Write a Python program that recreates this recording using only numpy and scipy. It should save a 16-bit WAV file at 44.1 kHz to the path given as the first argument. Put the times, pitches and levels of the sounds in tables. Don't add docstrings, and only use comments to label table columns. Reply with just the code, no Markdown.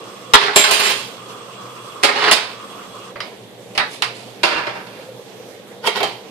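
import sys
import numpy as np
from scipy import signal
from scipy.fft import rfft, irfft
from scipy.io import wavfile
from scipy.ndimage import uniform_filter1d

SR = 44100
rng = np.random.default_rng(int(sys.argv[2]) if len(sys.argv) > 2 else 0)


def store_wav(level_fs):
    pcm = np.round(np.clip(np.atleast_2d(level_fs), -1, 1) * 32767)
    wavfile.write(sys.argv[1], SR, pcm.T.astype(np.int16))


N = 277830

# [t/s, tick level/dB, bass level/dB, treble level/dB, clatter t60/s]
BLOWS = [(0.3358, 10.5, -13.5, -19.5, 0.13), (0.4812, -9, -2.5, -63, 0.068), (0.5599, 2.5, -1.5, -3, 0.022),
         (0.6391, 2, -23, -20, 0.044), (0.7097, -9, -1.5, 5, 0.085), (0.7492, -22, -25, -27, 0.078),
         (0.795, -7.5, -10, -13, 0.088), (0.852, -17, -13, -35, 0.066), (0.892, -15, -12.5, -10, 0.1),
         (2.029, -16, -6, -11, 0.061), (2.0338, -1.5, -7, -7, 0.11), (2.0857, -6, -14, -47, 0.055),
         (2.2394, -3.5, -19, -27, 0.05), (2.2797, -8.5, -17, -29, 0.077), (2.3126, -1, -6.5, -0.5, 0.1),
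         (3.157, -23.5, -4, -41, 0.13), (3.2031, -16.5, -17, -19, 0.02), (3.7509, -23.5, 2, -10, 0.079),
         (3.777, -5, -11.5, -16, 0.034), (4.0213, -5.5, -18, -10, 0.015), (4.4323, -5.5, -3.5, -13.5, 0.12),
         (4.5169, -12.5, -2, -25, 0.05), (4.5791, -16, -19, -35, 0.031), (4.6681, -17.5, -7.5, -33, 0.074),
         (4.7536, -24, -1.5, -33, 0.091), (4.8679, -33.5, 2.5, -12, 0.031),
         (5.8724, -9.5, -6.5, -29, 0.011), (6.003, -13.5, 2, -34, 0.063), (6.03, -9, -2, -18, 0.068)]
# [peak t/s, peak level/dB, swell over 60 dB/s, fade over 60 dB/s, bass level/dB, treble level/dB]
DRAGS_AND_TAILS = [(0.418, -29, 0.15, 0.49, -11, -20.5), (0.59, -26.5, 0.052, 0.095, -11, -1),
                   (0.69, -32, 0.34, 0.15, -11, -15), (0.735, -36.5, 0.062, 0.27, -14, -5),
                   (0.852, -39, 0.33, 0.56, -9, -2.5), (2.074, -37, 0.091, 0.27, -4, -24),
                   (2.17, -42, 0.33, 0.81, -11, -17.5), (2.275, -31.5, 0.36, 0.09, -7, -25),
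                   (2.356, -34, 0.041, 0.37, -7.5, -15), (3.225, -56.5, 0.047, 0.44, 1.5, -15),
                   (3.796, -28, 0.023, 0.091, -12, -49), (3.93, -57.5, 0.27, 0.26, 0, 2),
                   (4.075, -55, 0.05, 0.3, -3, -18), (4.16, -63, 0.2, 1.07, 0.5, 0),
                   (4.475, -36.5, 0.11, 0.39, -12, -21.5), (4.57, -41, 0.26, 0.79, -8, -40),
                   (5.0, -64.5, 0.8, 0.56, -6, -9), (5.84, -39.5, 0.035, 0.17, -3, -31),
                   (5.871, -39.5, 0.063, 0.052, -2, -1.5), (5.969, -39, 0.2, 0.13, -5, -18),
                   (6.075, -50.5, 0.068, 0.44, -1, -15)]
CLATTER_DB = -23.5
CLUMP_DB, CLUMPS_PER_S = 1.5, 70
EDGE_DB, EDGE_FOLLOWS = 4, 0.4
BAND_BORDERS_HZ = 900, 2400, 5300
# [f/Hz, level per Hz/dB]
SHEET_COLOUR = [(60, -40), (180, -14.5), (280, -7.5), (420, -1), (800, 0.5), (1300, 1.5), (2500, -3.5),
                (4500, -6.5), (5800, -13.5), (9700, -12), (15400, -33.5)]
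# [f/Hz, t60/s]
SHEET_T60 = [(200, 0.14), (1000, 0.21), (4000, 0.28), (12000, 0.18)]
# [f/Hz, left-right correlation]
SHEET_LIKENESS = [(60, 0.15), (180, 0.79), (550, 0.53), (1650, 0.023), (4970, 0.015), (15000, 0.029)]
# [f/Hz, left minus right level/dB]
SHEET_BALANCE = [(60, 0), (240, -4), (950, -1.5), (3770, -8.5), (15000, -3.5)]
SPOT_TIMES = [0, .55, 1.5, 2.2, 3, 3.7, 4, 4.4, 5.5, 6.02]
# [f/Hz, level/dB, t60/s]
PAN_MODES = [(180, -20, 0.043), (427, -10, 0.18), (416, 7, 0.13), (636, -12, 0.096), (793, 1, 0.089),
             (948, 11, 0.033), (1360, -18, 0.052)]
PAN_RESTS = 3.0, 5.5
# [f/Hz, level/dB, t60/s]
TRAY_MODES = [(845, -15.5, 0.033), (1880, -18, 0.027), (2450, -12, 0.035), (2750, -10, 0.033)]
TRAY_FROM_S = 3.7
# [f/Hz, level struck on its rim/dB, level rattling loose/dB, level held tight/dB,
# t60 before the grip damps it/s, signed gain at the left microphone (right is 1)]
SPOON_MODES = [(2094, -16, -17, -28, .25, .4), (3148, -15, -13, -8, .3, .5), (3234, -18, -16, -11, .2, .5),
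               (3593, -18, -21, -20, .2, .3), (3840, -16, -19, -19, .2, -.3), (3919, -6, -10, -19, .22, .1),
               (5163, -15, -14, -24, .15, .4), (6084, -16, -18, -34, .25, -.3),
               (6205, -16, -19, -34, .25, -.3), (7090, -24, -30, -28, .2, .6), (7467, -3, -16, -34, .2, .8),
               (7645, -20, -26, -34, .25, .7), (8663, -20, -20, -32, .3, .7),
               (9330, -18, -18, -29, .15, .7), (9851, -25, -26, -30, .1, -.6),
               (10290, -13, -16, -27, .1, -.5), (10800, -24, -29, -25, .1, .5),
               (11162, -11, -16, -28, .12, .5), (12040, -17, -19, -26, .1, -.8),
               (12620, -22, -23, -30, .1, .7), (13500, -21, -20, -28, .1, .8),
               (14300, -19, -21, -27, .1, .8)]
# [from t/s, to t/s]
SPOON_SPANS = [(0.55, 0.63), (0.63, 1.12), (5.82, 6.22)]
GRIP_DB = -6, -8.5, -2
GRIP_T60_SHARE = 0.9, 0.75, 0.55
# [t/s, level/dB, contact hardness as low-pass f/Hz]
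KNOB_CLICKS = [(3.1590, -15.5, 710), (3.2056, -22.5, 8900)]
# [f/Hz, level/dB, t60/s]
KNOB_MODES = [(1150, -3, .07), (2700, -5, .04), (4800, -5, .1), (5150, -6, .16), (5500, -12, .06)]
# [t/s, level/dB]
GAS_FLOW = [(0, 2.5), (1.5, 4), (3.05, 2.5), (3.11, 3), (3.16, -32)]
# [f/Hz, width of one filter pass/Hz, level/dB]
JET_PEAKS = [(1127, 306, -43.5), (2740, 790, -52), (3353, 130, -54), (6400, 270, -81), (7580, 220, -64),
             (8270, 230, -60), (3500, 7000, -53.5)]
# [t/s, level/dB, f/Hz]
BLIPS = [(4.898, -38, 510), (4.962, -40, 396), (4.994, -32.5, 536), (5.06, -39, 514), (5.089, -30, 520),
         (5.596, -39.5, 517)]
# [f/Hz, level per Hz/dB]
DRONE_COLOUR = [(18, -32), (30, -50), (59, -67.5), (85, -111), (114, -21.5), (219, -3.5), (243, -4.5),
                (478, -4.5), (531, 2), (574, -17.5), (708, -0.5), (1260, -15.5), (1910, -14),
                (13900, -27.5), (15400, -29)]
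# [f/Hz, width of one filter pass/Hz, level/dB]
DRONE_PEAKS = [(55.7, 8.3, -75), (120.7, 17, -51), (189.8, 40, -50.5), (376, 220, -52), (467.5, 166, -43.5),
               (3420, 1100, -53)]
# [f/Hz, left-right correlation]
DRONE_LIKENESS = [(60, 0.64), (180, 1), (550, 0.79), (1650, 0.11), (4970, -0.13), (15000, 0.11)]
# [f/Hz, left minus right level/dB]
DRONE_BALANCE = [(60, 2), (240, -8.5), (950, -3), (3770, -10.5), (15000, 1)]
AIR_DB = -41.5
EDGES_HZ = 25 * 2 ** np.arange(0, 9.6, .5)
CUTOFF_HZ = 15600
LEFT_RIGHT = np.array([[1], [-1]])


def cookware():
    middle, bass, edge, treble = contacts()
    low, mid, high = BAND_BORDERS_HZ
    thud = split(bass, [130, low], "band")
    force = split(middle, [low, mid], "band") + from_db(5.5) * thud
    force += from_db(4) * split(edge, [mid, high], "band")
    force += from_db(4.5) * split(treble, high, "high")
    t = np.arange(N) / SR
    on_pan = (t < PAN_RESTS[0]) | (t > PAN_RESTS[1])
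    on_tray = ~on_pan & (t > TRAY_FROM_S)
    plate = split(modes(thud * on_pan, PAN_MODES), 108, "high")
    tray = modes(middle * on_tray, TRAY_MODES)
    return from_db(22) * sheet(force) + from_db(-15.5) * plate + from_db(3) * spoon(edge) + tray


def contacts():
    force, t = np.zeros((4, N)), np.arange(N) / SR
    grains = metal_grains()
    age = t[:SR // 4]
    for s, peak_db, bass_db, treble_db, t60 in BLOWS:
        i = round(s * SR)
        dying = from_db(-60 * age / max(t60, .005))
        blow = from_db(CLATTER_DB) * grains[i:i + len(age)] * dying
        blow[0] += 1
        force[:, i:i + len(age)] += from_db(peak_db) * contact_colour(bass_db, treble_db) * blow
    for s, peak_db, swell_s, fade_s, bass_db, treble_db in DRAGS_AND_TAILS:
        near = slice(round((s - swell_s) * SR), round((s + fade_s) * SR))
        away = np.maximum((s - t[near]) / swell_s, (t[near] - s) / fade_s)
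        swell = from_db(peak_db - 60 * away)
        force[:, near] += swell * contact_colour(bass_db, treble_db) * grains[near]
    return force


def metal_grains():
    sizes = rng.standard_normal(N) * from_db(1.5 * rng.exponential(1, N))
    grains = sizes * (rng.random(N) < 5000 / SR)
    return rms_one(grains * from_db(CLUMP_DB * drift(CLUMPS_PER_S)))


def contact_colour(bass_db, treble_db):
    return from_db([[0], [bass_db], [EDGE_DB + EDGE_FOLLOWS * treble_db], [treble_db]])


def sheet(force):
    out = np.zeros((2, N + SR))
    marks = [round(s * SR) for s in SPOT_TIMES] + [N]
    for a, b in zip(marks, marks[1:]):
        answer = signal.fftconvolve(force[None, a:b], sheet_response(), axes=1)
        out[:, a:a + answer.shape[1]] += answer
    return out[:, :N]


def sheet_response():
    age = np.arange(SR // 2) / SR
    front = 2.5 * from_db(-60 * age / .015)
    dying = lambda hz: front + from_db(-60 * age / max(at_hz(SHEET_T60, hz), .02))
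    even = [(20, 0), (20000, 0)]
    flat = stereo_noise(len(age), even, SHEET_LIKENESS, even, dying)
    bins, hz = rfft(flat), np.arange(1, len(age) // 2 + 2) * SR / len(age)
    bins /= np.sqrt(uniform_filter1d(np.abs(bins) ** 2, size=120) + 1e-12)
    bins *= from_db(at_hz(SHEET_COLOUR, hz) + at_hz(SHEET_BALANCE, hz) / 2 * LEFT_RIGHT)
    response = irfft(bins)
    response[:, len(age) * 3 // 4:] = 0
    return response / np.sqrt(np.sum(response ** 2) / 2)


def spoon(force):
    t, out = np.arange(N) / SR, 0
    for hz, *levels_db, t60, left in SPOON_MODES:
        for (start, end), grip_db, level_db, share in zip(SPOON_SPANS, GRIP_DB, levels_db, GRIP_T60_SHARE):
            touching = force * (t > start) * (t < end)
            ringing = ring(touching, hz, share * t60)
            out = out + from_db(grip_db + level_db) * ringing * [[left], [1]]
    return out


def knob():
    clicks = np.zeros(N)
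    for s, level_db, hard_hz in KNOB_CLICKS:
        click = from_db(level_db) * (np.arange(N) == round(s * SR))
        b, a = signal.butter(2, min(hard_hz, 20000), fs=SR)
        clicks += signal.lfilter(b, a, click + 1e-18)
    return modes(clicks, KNOB_MODES)


def burner():
    flow_db = np.interp(np.arange(N) / SR, *np.transpose(GAS_FLOW), right=-90)
    hiss = resonant_noise(JET_PEAKS, DRONE_LIKENESS, flutter_db=2.5)
    return from_db(flow_db) * hiss * from_db(-1.5 * LEFT_RIGHT)


def blips():
    out = np.zeros(N)
    for s, level_db, hz in BLIPS:
        push = np.zeros(N)
        push[round(s * SR)] = from_db(level_db)
        soft = signal.lfilter([.2, 0, -.2], [1, -1.8, .81], push)
        out += ring(soft, hz, t60=0.071)
    return out


def extractor():
    together = drift(2.6)
    patchy = lambda hz: from_db(1.0 * together + 1.8 * drift(6.2))
    air = rms_one(stereo_noise(N, DRONE_COLOUR, DRONE_LIKENESS, DRONE_BALANCE, patchy))
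    return from_db(AIR_DB) * air + resonant_noise(DRONE_PEAKS, DRONE_LIKENESS, flutter_db=1.17)


def modes(force, table):
    total = sum(from_db(level_db) * ring(force, hz, np.clip(t60, .02, .5)) for hz, level_db, t60 in table)
    return total * [[.6], [1]]


def ring(clicks, hz, t60):
    r, w = from_db(-60 / (t60 * SR)), 2 * np.pi * hz / SR
    return signal.lfilter([0, np.sin(w)], [1, -2 * r * np.cos(w), r * r], clicks + 1e-18)


def stereo_noise(size, spectrum, likeness, balance, envelope):
    out, white = 0, rng.standard_normal((2, 2, size))
    for k, (low, high) in enumerate(zip(EDGES_HZ, EDGES_HZ[1:])):
        mid, side = split(white[k % 2], [low, high], "band", order=2)
        hz = np.sqrt(low * high)
        sides = from_db(at_hz(balance, hz) / 2 * LEFT_RIGHT)
        pair = stereo_pair(mid, side, at_hz(likeness, hz))
        out = out + from_db(at_hz(spectrum, hz)) * envelope(hz) * sides * pair
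    return out


def resonant_noise(peaks, likeness, flutter_db):
    out = 0
    for hz, width, level_db in peaks:
        mid, side = rng.standard_normal((2, N))
        pair = stereo_pair(mid, side, at_hz(likeness, hz))
        r = np.exp(-np.pi * width / SR)
        for _ in range(2):
            pair = signal.lfilter([1, 0, -1], [1, -2 * r * np.cos(2 * np.pi * hz / SR), r * r], pair)
        out = out + from_db(level_db + flutter_db * drift(11.7)) * rms_one(pair)
    return out


def stereo_pair(mid, side, likeness):
    alike = np.clip(likeness, -1, 1)
    return np.sqrt(1 + alike) * mid + np.sqrt(1 - alike) * side * LEFT_RIGHT


def drift(rate):
    r = np.exp(-80 * np.pi * rate / SR)
    noise = rng.standard_normal(N // 40 + 2002)
    slow = signal.lfilter([1], [1, -2 * r, r * r], noise)[2000:]
    return np.interp(np.arange(N) / 40, np.arange(len(slow)), rms_one(slow))


def split(x, hz, kind, order=3):
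    return signal.sosfilt(signal.butter(order, hz, kind, fs=SR, output="sos"), x + 1e-18)


def at_hz(points, hz):
    table = np.array(points)
    return np.interp(np.log(hz), np.log(table[:, 0]), table[:, 1])


def from_db(db):
    return 10 ** (np.asarray(db) / 20)


def rms_one(x):
    return x / np.sqrt(np.mean(x ** 2) + 1e-20)


def scene():
    return cookware() + knob() + burner() + blips() + extractor()


def record(dry):
    power = uniform_filter1d(np.mean(dry ** 2, 0), size=441)
    over_db = np.maximum(10 * np.log10(power + 1e-12) + 15, 0)
    slope = 60 * np.arange(N) / SR
    held_db = np.maximum.accumulate(over_db + slope) - slope
    late = np.concatenate([np.zeros(1200), held_db[:-1200]])
    ducked = dry * from_db(-.4 * uniform_filter1d(late, size=200))
    squeezed = ducked / (1 + np.abs(ducked) ** 6) ** (1 / 6)
    top_cut = signal.cheby2(12, 60, CUTOFF_HZ, fs=SR, output="sos")
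    return np.clip(signal.sosfilt(top_cut, squeezed), -1, 1)


dry = scene()
out = record(dry)
store_wav(out)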